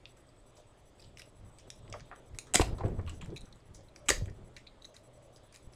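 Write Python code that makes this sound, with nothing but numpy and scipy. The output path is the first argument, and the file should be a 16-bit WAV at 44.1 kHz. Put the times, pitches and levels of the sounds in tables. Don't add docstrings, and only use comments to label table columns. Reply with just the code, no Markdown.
import sys
import numpy as np
from scipy import signal
from scipy.io import wavfile
from scipy.ndimage import uniform_filter1d

SR = 44100
rng = np.random.default_rng(int(sys.argv[2]) if len(sys.argv) > 2 else 0)


def natural_amplitude(level_db):
    exponent = np.asarray(level_db, float) / 20
    return 10 ** exponent


def log_audio(samples):
    frames = np.atleast_2d(samples).T
    limited = np.clip(frames, -1, 1)
    pcm = np.round(limited * 32767).astype(np.int16)
    wavfile.write(sys.argv[1], SR, pcm)


N = 253575


def unit_rms(x):
    return x / np.sqrt(np.mean(x ** 2) + 1e-20)


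def read_curve(points, hz):
    f, value = np.transpose(points)
    return np.interp(np.log(hz + 1), np.log(f + 1), value)


def add(mix, s, sound):
    part = mix[round(s * SR):][:len(sound)]
    part += sound[:len(part)]


def resonate(x, hz, width):
    return signal.lfilter(*signal.iirpeak(hz, hz / width, SR), x)


def resonate_twice(x, hz, width, second=1):
    return resonate(resonate(x, hz, width), hz, second * width)


def body(x, modes):
    return unit_rms(sum(natural_amplitude(db) * resonate_twice(x, hz, w, 1.4) for hz, w, db in modes))


def swells(rows, rest_db):
    t = np.arange(N) / SR
    fall_db = -15.5
    level = natural_amplitude(rest_db)
    for s, db, length in rows:
        level = level + natural_amplitude(db + fall_db * abs(t - s) / max(length, .01))
    return level


# frequency in Hz, density in dB per Hz.
HISS = [(15, -24), (25, 10.5), (50, -7), (180, -26), (354, -19.5), (516, -19.5), (714, -14), (1260, -16.5),
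        (1520, -22.5), (2000, -21.5), (4250, -30), (4740, -29), (5730, -33.5), (8140, -29.5),
        (16000, -60.5)]
# frequency in Hz, width in Hz, level in dB.
FAN = [(122.84, 6.18, -69), (3356, 850, -81.5)]


def air():
    hiss_db, patch_db = -67.5, 1.8
    frames, hz = N // 256 + 5, np.fft.rfftfreq(1024, 1 / SR)
    a, b, patches = rng.standard_normal((frames, 513, 3)).T
    patches = unit_rms(uniform_filter1d(uniform_filter1d(patches, 14, 0), 14, 1))
    spectra = (a + 1j * b) * natural_amplitude(read_curve(HISS, hz)[:, None] + patch_db * patches)
    hiss = signal.istft(spectra, nperseg=1024, noverlap=768)[1][:N]
    hums = sum(natural_amplitude(db) * unit_rms(resonate_twice(rng.standard_normal(N), f, w)) for f, w, db in FAN)
    return natural_amplitude(hiss_db) * unit_rms(hiss) + hums


# time in seconds, level in dB.
DRONE = [(0.0, -72), (1.55, -72), (1.92, -67), (2.21, -67), (2.451, -72.5), (2.751, -70), (2.99, -65.5),
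         (3.621, -77.5), (3.84, -76.5), (4.02, -62), (4.32, -65), (4.64, -73), (4.851, -70.5), (5.28, -61),
         (5.57, -74), (5.75, -71)]


def drone():
    fuzz = resonate_twice(rng.standard_normal(N), 588, 130)
    return natural_amplitude(np.interp(np.arange(N) / SR, *np.transpose(DRONE))) * unit_rms(fuzz)


# frequency in Hz, level in dB, fuzz from 0 to 1.
WHINE = [(4000, -11, .6), (6000, -3, .55), (8000, 3.5, .4), (10000, -.5, .35), (12000, -10, .55),
         (14000, -17, .3)]
# start in seconds, length in seconds, level in dB.
BURSTS = [(0.084, 0.041, -71.5), (0.164, 0.056, -74), (.46, 0.051, -72), (0.55, .064, -72.5),
          (0.774, .035, -74), (0.853, 0.051, -73), (1.253, 0.051, -72), (1.353, 0.052, -75),
          (1.446, 0.059, -72), (1.67, 0.029, -72), (1.749, .047, -71), (1.947, 0.052, -71.5),
          (2.05, 0.053, -74), (2.151, 0.053, -72), (2.257, 0.036, -72.5), (2.344, 0.037, -69),
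          (2.454, 0.07, -79), (2.67, 0.03, -67), (2.746, 0.043, -70), (2.842, 0.049, -69),
          (2.943, 0.054, -73), (3.059, .035, -71), (3.146, 0.047, -69.5), (3.247, 0.047, -78.5),
          (3.338, .03, -75.5), (3.444, 0.05, -73.5), (3.653, .036, -73), (3.737, .036, -69),
          (3.83, 0.069, -75.5), (3.952, 0.052, -72.5), (4.054, 0.043, -70), (4.225, 0.06, -73),
          (4.339, 0.05, -77.5), (4.445, .043, -73), (4.538, 0.041, -77), (4.82, 0.087, -72.5),
          (4.937, 0.025, -83.5), (5.032, 0.05, -72.5), (5.13, 0.053, -72.5), (5.221, 0.054, -73.5),
          (5.325, .06, -70.5), (5.431, 0.05, -73), (5.546, 0.022, -74), (5.623, 0.051, -72),
          (5.721, 0.033, -69.5)]
# start in seconds, length in seconds, level in dB.
LONE = [
    (.263, 0.046, -73),
    (0.359, .05, -73),
    (.664, 0.059, -74),
    (.951, 0.056, -74),
    (1.052, 0.053, -71.5),
    (1.158, .014, -77),
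    (1.51, 0.1, -72),
    (1.821, 0.1, -77),
    (3.543, 0.063, -72.5),
]


def whine():
    fizz_db, lone_rest_db = -3.5, -16
    out = np.zeros(N)
    hz, share_db, fuzz = np.transpose(WHINE)[:, :, None]
    weaker = share_db < share_db.max()
    rest_db = [0] * len(BURSTS) + [lone_rest_db] * len(LONE)
    lucks = rng.standard_normal((len(rest_db), len(WHINE), 4000))
    for (s, length, db), rest, luck in zip(BURSTS + LONE, rest_db, lucks):
        t = np.arange(min(round(length * SR), 3900)) / SR
        blur = unit_rms(uniform_filter1d(uniform_filter1d(luck, 100), 100))[:, :len(t)]
        mix_db = share_db + rest * weaker + 2 * luck[:, :1].clip(-2, 1)
        lines = natural_amplitude(mix_db) * (1 - fuzz + fuzz * blur) * np.sin(2 * np.pi * hz * t)
        fizz = resonate(resonate(luck[0, ::-1], 7000, 6000), 7500, 6000)[:len(t)]
        sound = lines.sum(0) + natural_amplitude(fizz_db) * fizz
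        add(out, s, natural_amplitude(db) * signal.windows.tukey(len(t), .15) * sound)
    return out


# frequency in Hz, width in Hz, level in dB.
STAND = [(97.6, 5.5, 0)]
# peak time in seconds, peak level in dB, swell length in seconds.
NUDGES = [(.57, -77, 0.088), (1.09, -56.5, 0.087), (1.46, -51.5, 0.077), (1.68, -63, 0.02),
          (1.82, -54, 0.04), (1.92, -50, 0.059), (2.02, -52, 0.055), (2.34, -46, 0.035),
          (2.61, -40.5, 0.047), (2.7, -38.5, 0.11), (2.9, -36, 0.06), (2.96, -44.5, 0.23),
          (3.1, -48.5, 0.17), (3.3, -46, 0.1), (3.44, -43.5, 0.016), (3.55, -55.5, 0.042),
          (3.71, -51.5, 0.028), (3.79, -58, 0.12), (4.12, -50, 0.037), (4.2, -45.5, 0.11),
          (4.32, -43.5, 0.0099), (4.42, -51, 0.16), (5.66, -63.5, 0.041)]
# peak time in seconds, peak level in dB, swell length in seconds.
CREAKS = [(1.23, -69, 0.11), (1.68, -57, 0.014), (1.89, -63, 0.051), (2.19, -64, 0.12), (2.55, -71, 0.18),
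          (2.7, -46, 0.11), (2.8, -74, 0.014), (2.86, -34.5, 0.02), (2.99, -52.5, 0.063), (3.22, -70, 0.05),
          (3.31, -61, 0.099), (3.79, -66, 0.036), (4.15, -54, 0.074), (4.42, -67, 0.21)]


def shake():
    still_db, board_db = -63.5, -67
    a, b, c = rng.standard_normal((3, N))
    wide = unit_rms(resonate(resonate(a, 23, 73), 29, 130))
    ringing = unit_rms(sum(natural_amplitude(db) * resonate(a, hz, w) for hz, w, db in STAND))
    deep = unit_rms(wide + 0.41 * ringing)
    lumps = natural_amplitude(1.53 * unit_rms(uniform_filter1d(uniform_filter1d(c, 500), 500)))
    woody = unit_rms(lumps * resonate(resonate(b, 300, 330), 410, 480))
    return swells(NUDGES, still_db) * deep + swells(CREAKS, board_db) * woody


# start in seconds, level in dB, frequency in Hz, T60 in seconds.
THUDS = [(2.31, -45, 56, 0.13), (2.603, -14, 81, 0.062), (2.621, -28.5, 46, 0.22),
         (2.728, -20.5, 60.5, 0.056), (2.8499, -15.5, 98, 0.047), (2.982, -32.5, 87.4, 0.38),
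         (3.064, -36, 81.7, 0.59), (3.231, -34, 164, 0.067), (3.284, -37.5, 128, .15),
         (3.313, -39, 177, 0.16), (3.343, -36.5, 142, 0.087), (3.702, -44.5, 60.5, 0.054),
         (4.089, -29, 268, 0.033), (4.104, -29.5, 61.5, 0.11), (4.143, -35, 42, .2),
         (4.177, -30.5, 45.8, 0.21), (4.2, -30.5, 40, .12), (4.2216, -23.5, 100, 0.11),
         (4.242, -35, 70, .05), (4.273, -31, 90, .06), (4.306, -35, 90, 0.11), (2.664, -32, 60.4, 0.092),
         (2.772, -36, 90, 0.11), (2.815, -30, 91, .06), (2.837, -25.5, 75.3, 0.034),
         (3.168, -33.5, 90, .04), (2.858, -31.5, 103, .15), (2.716, -34, 69.6, .05),
         (5.673, -31.5, 70.1, 0.021)]


def thuds():
    rise_s = .0009
    out, t = np.zeros(N), np.arange(12000) / SR
    for s, db, hz, t60 in THUDS:
        swing = np.sin(2 * np.pi * hz * t) * (1 - np.exp(-t / rise_s))
        add(out, s, -natural_amplitude(db - 60 * t / t60) * swing)
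    return out


def knocks(rows, rattle_db, spread, top_hz=2600):
    out, t = np.zeros(N), np.arange(6000) / SR
    for (s, db, hz, t60), grit in zip(rows, rng.standard_normal((len(rows), 6000))):
        rattle = unit_rms(resonate_twice(grit, hz, spread * hz, 2))
        sound = np.sin(2 * np.pi * hz * t) + natural_amplitude(rattle_db) * rattle
        sound *= natural_amplitude(-60 * t / t60) * (1 - np.exp(-t / 0.0018))
        add(out, s, natural_amplitude(db) * sound / abs(sound).max())
    return signal.sosfilt(signal.butter(2, top_hz, fs=SR, output="sos"), out)


# start in
# seconds, peak in dB, frequency in Hz, T60 in seconds.
KNOCKS = [(0.576, -52.5, 603, 0.16), (1.925, -40.5, 603, 0.012), (1.939, -38.5, 593, 0.11),
          (1.951, -47, 687, 0.12), (2.114, -44.5, 750, 0.062), (2.543, -22, 753, 0.05),
          (2.556, -19, 350, 0.012), (2.5955, -16.5, 380, 0.026), (2.604, -26.5, 235, 0.02),
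          (2.615, -22, 730, 0.024), (2.807, -32, 802, 0.048), (2.796, -40, 364, 0.071),
          (2.834, -34, 612, 0.03), (2.841, -28, 437, 0.04), (2.858, -31.5, 396, 0.12),
          (2.882, -31, 400, 0.063), (2.916, -37, 398, 0.11), (2.987, -36.5, 372, 0.036),
          (3.283, -60.5, 553, 0.079), (3.29, -42, 327, 0.17), (3.319, -39.5, 358, 0.11),
          (3.783, -53, 550, 0.28), (4.102, -22.5, 390, 0.015), (4.117, -45, 500, 0.067),
          (4.103, -24, 568, 0.025), (2.544, -39, 273, 0.047), (3.12, -46, 301, 0.23),
          (4.232, -48, 321, 0.056), (4.211, -41, 503, 0.024), (4.276, -45.5, 393, 0.096),
          (4.887, -51, 610, 0.1), (5.081, -53, 517, 0.084), (5.429, -55.5, 552, 0.15)]
# start in seconds, peak in dB, frequency in Hz, T60 in seconds.
RAPS = [(1.94, -37.5, 1164, 0.032), (2.1135, -41, 1376, 0.026), (2.123, -41.5, 1230, 0.092),
        (2.468, -52, 1270, 0.29), (2.596, -18, 1010, 0.022), (2.782, -42, 1026, 0.13),
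        (2.836, -41, 1070, 0.033), (2.858, -54.5, 1295, .05), (2.993, -39, 1123, 0.037),
        (3.072, -44, 1127, 0.13), (3.216, -45, 1230, 0.059), (3.465, -56.5, 1200, 0.13),
        (4.088, -24.5, 1200, 0.036), (4.211, -61.5, 1910, 0.03), (4.278, -49.5, 1830, 0.12)]


def desk_bumps():
    return knocks(KNOCKS, rattle_db=-5, spread=.55) + knocks(RAPS, rattle_db=1.5, spread=0.59)


# peak time in seconds, peak level in dB, swell length in seconds.
SLIDES = [
    (.6, -74, 0.089),
    (1.06, -74, 0.082),
    (1.66, -78, 0.082),
    (1.82, -81, 0.26),
    (2.04, -73, 0.33),
    (4.72, -78, .15),
    (5.44, -77, 0.14),
    (5.5, -80, 0.091),
]


def slides():
    friction = resonate(resonate(rng.standard_normal(N), 3500, 900), 3500, 1300)
    return swells(SLIDES, -100) * unit_rms(friction)


def touches(rows, kind, breadth, modes, wide_db, rise_ms, clean=0):
    harden = 0.22
    out, t = np.zeros(N), np.arange(2500) / SR
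    usual_hz, usual_ms, usual_db = kind
    noises = rng.standard_normal((len(rows), 2, 2500))
    for (s, db, low_hz, top_db, *own_hz), (grit, hop) in zip(rows, noises):
        ms = usual_ms * natural_amplitude(harden * (usual_db - db))
        top_hz = own_hz[0] if own_hz else usual_hz
        bounce = natural_amplitude(1.8 * unit_rms(uniform_filter1d(hop, 30)))
        hit = np.exp(-t * 1000 / max(ms, .1))
        trail = natural_amplitude(-12.5) * bounce * np.exp(-t * 200 / max(ms, .1))
        push = grit * (hit + trail) * (1 - np.exp(-t * 1000 / rise_ms))
        push[1] += clean * np.linalg.norm(push)
        low = unit_rms(resonate_twice(push, low_hz, breadth * low_hz, 1.5))
        top = unit_rms(resonate_twice(push, top_hz, breadth * top_hz, 1.5))
        sound = low + natural_amplitude(top_db) * top + natural_amplitude(wide_db) * (1 + natural_amplitude(top_db)) * body(push, modes)
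        add(out, s, natural_amplitude(db) * sound / abs(sound).max())
    return out


# frequency in Hz, width in Hz, level in dB.
BAR = [(4100, 2000, -21), (6200, 1600, 7.5), (9170, 2300, 2.5)]
# upper part in Hz, contact in ms at usual strength, usual peak in dB.
TAP = (3930, 0.94, -48)
SOFT_TAP = (3920, 2.0, -52.5)
# start in seconds, peak in dB, lower part in Hz, upper share in dB.
TICKS = [
    (3.3611, -41, 2440, -12),
    (3.376, -38.5, 2200, 8.5),
    (3.4145, -46.5, 2310, 21),
    (3.525, -48.5, 1980, 28.5),
    (4.5648, -38, 2044, 4),
    (4.8497, -40.5, 1950, 14.5),
    (4.9648, -42, 2420, 13),
]
# start in seconds, peak in dB, lower part in Hz, upper share in dB.
RINGS = [
    (0.5671, -61, 2400, 2),
    (3.884, -57, 2430, 14),
    (4.6664, -49.5, 2330, -2),
    (4.6703, -42, 2500, 14),
    (4.8186, -49, 2240, 26),
    (4.8442, -42, 2110, 14),
]


def bar_ticks():
    firm = touches(TICKS, TAP, 0.11, BAR, -8.0, 0.85)
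    return firm + touches(RINGS, SOFT_TAP, 0.088, BAR, -22.5, 0.96)


# frequency in Hz, width in Hz, level in dB.
LOCK = [(2200, 2100, 8), (4000, 730, 11), (5280, 1910, 7.5), (8040, 4000, 1.5), (11500, 14000, 5)]
# start in seconds, length in seconds, peak in dB.
RASP = [(0.974, 0.082, -69), (1.17, 0.049, -57), (2.538, 0.031, -34.5), (2.546, 0.022, -35),
        (2.592, 0.027, -40.5), (3.067, 0.1, -68), (3.204, 0.065, -83), (3.743, 0.05, -77),
        (4.085, 0.017, -26.5), (4.087, 0.024, -40), (4.107, 0.093, -50), (1.193, .015, -54),
        (0.059, .04, -70), (4.942, 0.08, -64.5), (5.539, 0.037, -56.5)]


def rasp():
    level, t = np.zeros(N), np.arange(N) / SR
    for s, length, db in RASP:
        stroke_db = [db - 9.5, db, db - 16]
        level += natural_amplitude(np.interp((t - s) / length, [0, 0.34, 1], stroke_db, left=-200, right=-200))
    strength = natural_amplitude(4.5 * rng.exponential(1, N).clip(0, 3))
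    slips = strength * (rng.random(N) < 4000 / SR) * rng.standard_normal(N)
    return level * body(slips, LOCK)


# upper part in Hz, contact in ms at usual strength, usual peak in dB.
SHAFT = (6360, 11.3, -40)
# start in seconds, peak in dB, lower part in Hz, upper share in dB.
SCUFFS = [(0.168, -58.5, 1610, -6), (0.567, -55.5, 5050, 6), (1.2054, -63, 3350, -8),
          (1.5866, -51.5, 2880, 0), (2.4686, -52, 3700, 2), (2.7821, -48, 4200, -7),
          (3.0756, -41.5, 2900, -25), (3.0944, -48, 1770, 0), (3.1333, -54, 1710, 6),
          (3.2116, -40, 2920, -17), (3.7457, -46, 2200, 24), (4.0595, -52.5, 2360, -2),
          (4.5645, -44.5, 2150, -6.5), (4.9417, -49.5, 1740, 1), (5.5253, -56, 2060, 0),
          (5.5426, -51, 2280, -10)]


def scuffs():
    return touches(SCUFFS, SHAFT, 0.48, LOCK, -11.5, 0.12)


# upper part in Hz, contact in ms at usual strength, usual peak in dB.
NICK = (6000, 1.3, -54.5)
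# start in seconds, peak in dB, lower part in Hz, upper share in dB, upper part in Hz.
BLUNT = [
    (0.0555, -34.5, 2760, 1.5, 3500),
    (1.9385, -35.5, 1220, -4, 2150),
    (2.1135, -39, 1060, 0, 1770),
    (2.5965, -32.5, 1800, -1, 3600),
    (4.572, -40, 2000, -4, 3600),
    (3.2255, -44, 990, -4, 2250),
    (1.879, -47, 2200, -9, 4800),
]


def blunt_taps():
    return touches(BLUNT, NICK, 0.24, LOCK, -26, 0.2, clean=1.4)


# start in seconds, peak in dB, lower part in Hz, upper share in dB, upper part in Hz.
NICKS = [(0.289, -59, 4670, -2, 4860), (0.171, -57, 7900, -13, 6000), (1.1915, -49, 8500, -8, 5000),
         (5.544, -55, 7350, 0, 4500), (1.597, -49, 5500, -5, 6960), (1.585, -45, 4700, 5, 8500),
         (1.8995, -45.5, 5650, 8, 8000), (2.4693, -53, 7860, 4, 6000), (0.9961, -49.5, 2550, 5, 4830),
         (1.002, -47, 8000, -1, 5160), (1.0225, -48, 4240, 3, 5050), (1.0395, -53, 3100, -3, 4600),
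         (1.1945, -41, 2300, 8, 5100), (1.2025, -51, 2000, 5, 5270), (1.721, -56, 4530, 12, 6250),
         (2.8815, -51, 2200, 2, 7860), (3.0944, -39, 2840, -0.5, 7670), (3.215, -44, 3000, 15, 7260),
         (3.231, -66, 3030, 8.5, 7600), (3.246, -48, 4000, 5, 7600), (3.3645, -37, 2480, 3, 4000),
         (3.3705, -38.5, 4000, -3, 6840), (3.408, -44, 4100, 7, 8500), (3.455, -51, 4000, 9, 6000),
         (3.558, -55, 7000, -2, 10530), (4.822, -51, 4000, 0.5, 6400), (4.853, -42, 4000, 9.5, 6280),
         (5.5253, -49, 4640, 1.5, 9050), (5.549, -47, 2380, 4, 7450), (5.571, -49, 2500, 6, 9200)]


def nicks():
    return touches(NICKS, NICK, 0.11, LOCK, -7, 0.2)


# upper part in Hz, contact in ms at usual strength, usual peak in dB.
WARD = (5900, 1, -59)
# start in seconds, peak in dB, lower part in Hz, upper share in dB.
FLICKS = [(1.0185, -50, 4400, 5), (1.2188, -36.5, 3120, -9), (1.703, -29, 3520, 0.5),
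          (2.1602, -44.5, 1790, -3), (3.2344, -57, 1970, 2), (3.2598, -43.5, 1930, -1),
          (4.2579, -44.5, 2130, -4), (5.5605, -38.5, 5540, 3), (3.014, -59, 4500, 0),
          (4.2985, -51.5, 5000, -2.5), (4.583, -51.5, 5000, 6.5)]


def flicks():
    return touches(FLICKS, WARD, 0.88, LOCK, -48, 0.15, clean=0.5)


# upper part in Hz, contact in ms at usual strength, usual peak in dB.
TIP = (5120, 1.4, -49.5)
# start in seconds, peak in dB, lower part in Hz, upper share in dB.
CLICKS = [(1.005, -60, 3850, 0), (1.0274, -56, 3020, -23), (1.0444, -50, 3990, -19),
          (1.1723, -39, 2420, -5), (1.1848, -49, 3240, -10), (1.1965, -44.5, 2180, -5),
          (5.369, -53, 5800, 0), (1.926, -33, 2760, -0.5), (1.9966, -47, 2200, -2),
          (2.0056, -42, 1710, 1.5), (2.3473, -48, 1840, -4), (2.858, -54, 3300, -15),
          (3.0643, -47.5, 2980, -14.5), (3.3034, -53.5, 4360, -3), (3.6035, -58, 1820, 4.5),
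          (3.8068, -54.5, 1710, 7), (3.9608, -38.5, 2270, 2.5), (5.361, -48.5, 4000, 3.5),
          (5.3803, -63, 1820, -25), (5.7345, -50, 2420, 5)]


def clicks():
    return touches(CLICKS, TIP, 0.46, LOCK, -20, 0.16)


# start in seconds, peak in dB, frequency in Hz, T60 in seconds.
SHIVERS = [
    (2.558, -37.5, 7800, 0.23),
    (4.135, -42, 6400, .15),
    (2.625, -61, 3800, 0.35),
    (2.56, -34, 2300, 0.18),
]


def shivers():
    return knocks(SHIVERS, rattle_db=12, spread=0.09, top_hz=15000)


# upper part in Hz, contact in ms at usual strength, usual peak in dB.
SNAP = (7370, 0.86, -8)
# start in seconds, peak in dB, lower part in Hz, upper share in dB, upper part in Hz.
PINS = [(2.3872, -22.5, 2380, 5, 6700), (2.3882, -25, 4000, 5, 8900), (2.5382, -16.5, 2960, 8, 7500),
        (2.5436, -9.5, 2680, 14, 8100), (2.5462, -15, 2930, 6, 7050), (2.5505, -18, 2020, 7, 7060),
        (2.5533, -7, 3370, 0, 6960), (2.5566, -4, 2030, 7.5, 7450), (2.5572, -11.5, 3030, -4, 4800),
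        (2.612, -18.5, 2400, -3, 4360), (2.616, -20.5, 2870, -8, 5100), (2.6172, -21.5, 4000, 1, 7550),
        (2.6208, -22.5, 2430, -7, 4170), (2.6122, -40, 7600, 0, 10000), (2.6215, -35, 7800, 0, 10500),
        (4.0859, -12, 3000, -1.5, 7430), (4.0893, -14.5, 2420, -11, 7600), (4.0908, -9, 3400, 6, 7900),
        (4.0922, -14, 2780, 8, 6800), (4.1001, -10.5, 2900, 8, 6400), (4.1036, -9, 1930, -1.5, 7350),
        (4.1046, -10, 1833, -0.5, 4670)]


def pin_snaps():
    return touches(PINS, SNAP, 0.24, LOCK, -6.5, 0.053, clean=1.7)


# frequency in Hz, T60 in seconds.
ROOM = [(300, 0.13), (1500, 0.19), (3000, 0.24), (5000, 0.27), (8000, 0.19), (14000, 0.27)]


def room(x):
    swap_s = .011
    taps, at = np.zeros((3, SR // 2)), np.arange(120, SR // 2 - 10, 10)
    places = at + rng.integers(0, 10, (3, len(at)))
    np.put_along_axis(taps, places, rng.choice([-1., 1.], (3, len(at))), 1)
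    hz, t, z = signal.stft(taps, SR, nperseg=256)
    tails = signal.istft(z * natural_amplitude(-60 * t / read_curve(ROOM, hz)[:, None]), SR, nperseg=256)[1]
    turn = np.arange(3)[:, None] / 3
    shares = np.sqrt(2 / 3) * np.cos(np.pi * (np.arange(N) / SR / swap_s + turn))
    return signal.oaconvolve(x * shares, tails / np.linalg.norm(tails[0]), axes=1)[:, :N].sum(0)


def scene():
    room_db, tick_room_db, bump_room_db = -7.5, -8, 3.0
    mic_hz = 10000
    bumps, ticks = desk_bumps(), bar_ticks()
    lock = rasp() + scuffs() + blunt_taps() + nicks() + flicks() + clicks() + shivers() + pin_snaps()
    echoes = room(lock + natural_amplitude(tick_room_db) * ticks + natural_amplitude(bump_room_db) * bumps)
    heard = lock + ticks + bumps + natural_amplitude(room_db) * echoes
    heard = signal.sosfilt(signal.butter(3, mic_hz, fs=SR, output="sos"), heard)
    return (air() + drone() + whine() + shake() + thuds() + slides() + heard)[None]


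def roll_off(x):
    return signal.sosfilt(signal.butter(12, 16460, fs=SR, output="sos"), x)


def record(dry):
    edge_hz = 16250
    low_pass = signal.firwin(511, edge_hz, window=("kaiser", 9), fs=SR)
    mix = signal.oaconvolve(dry, low_pass[None], "same")
    return roll_off(mix)


dry = scene()
out = record(dry)
log_audio(out)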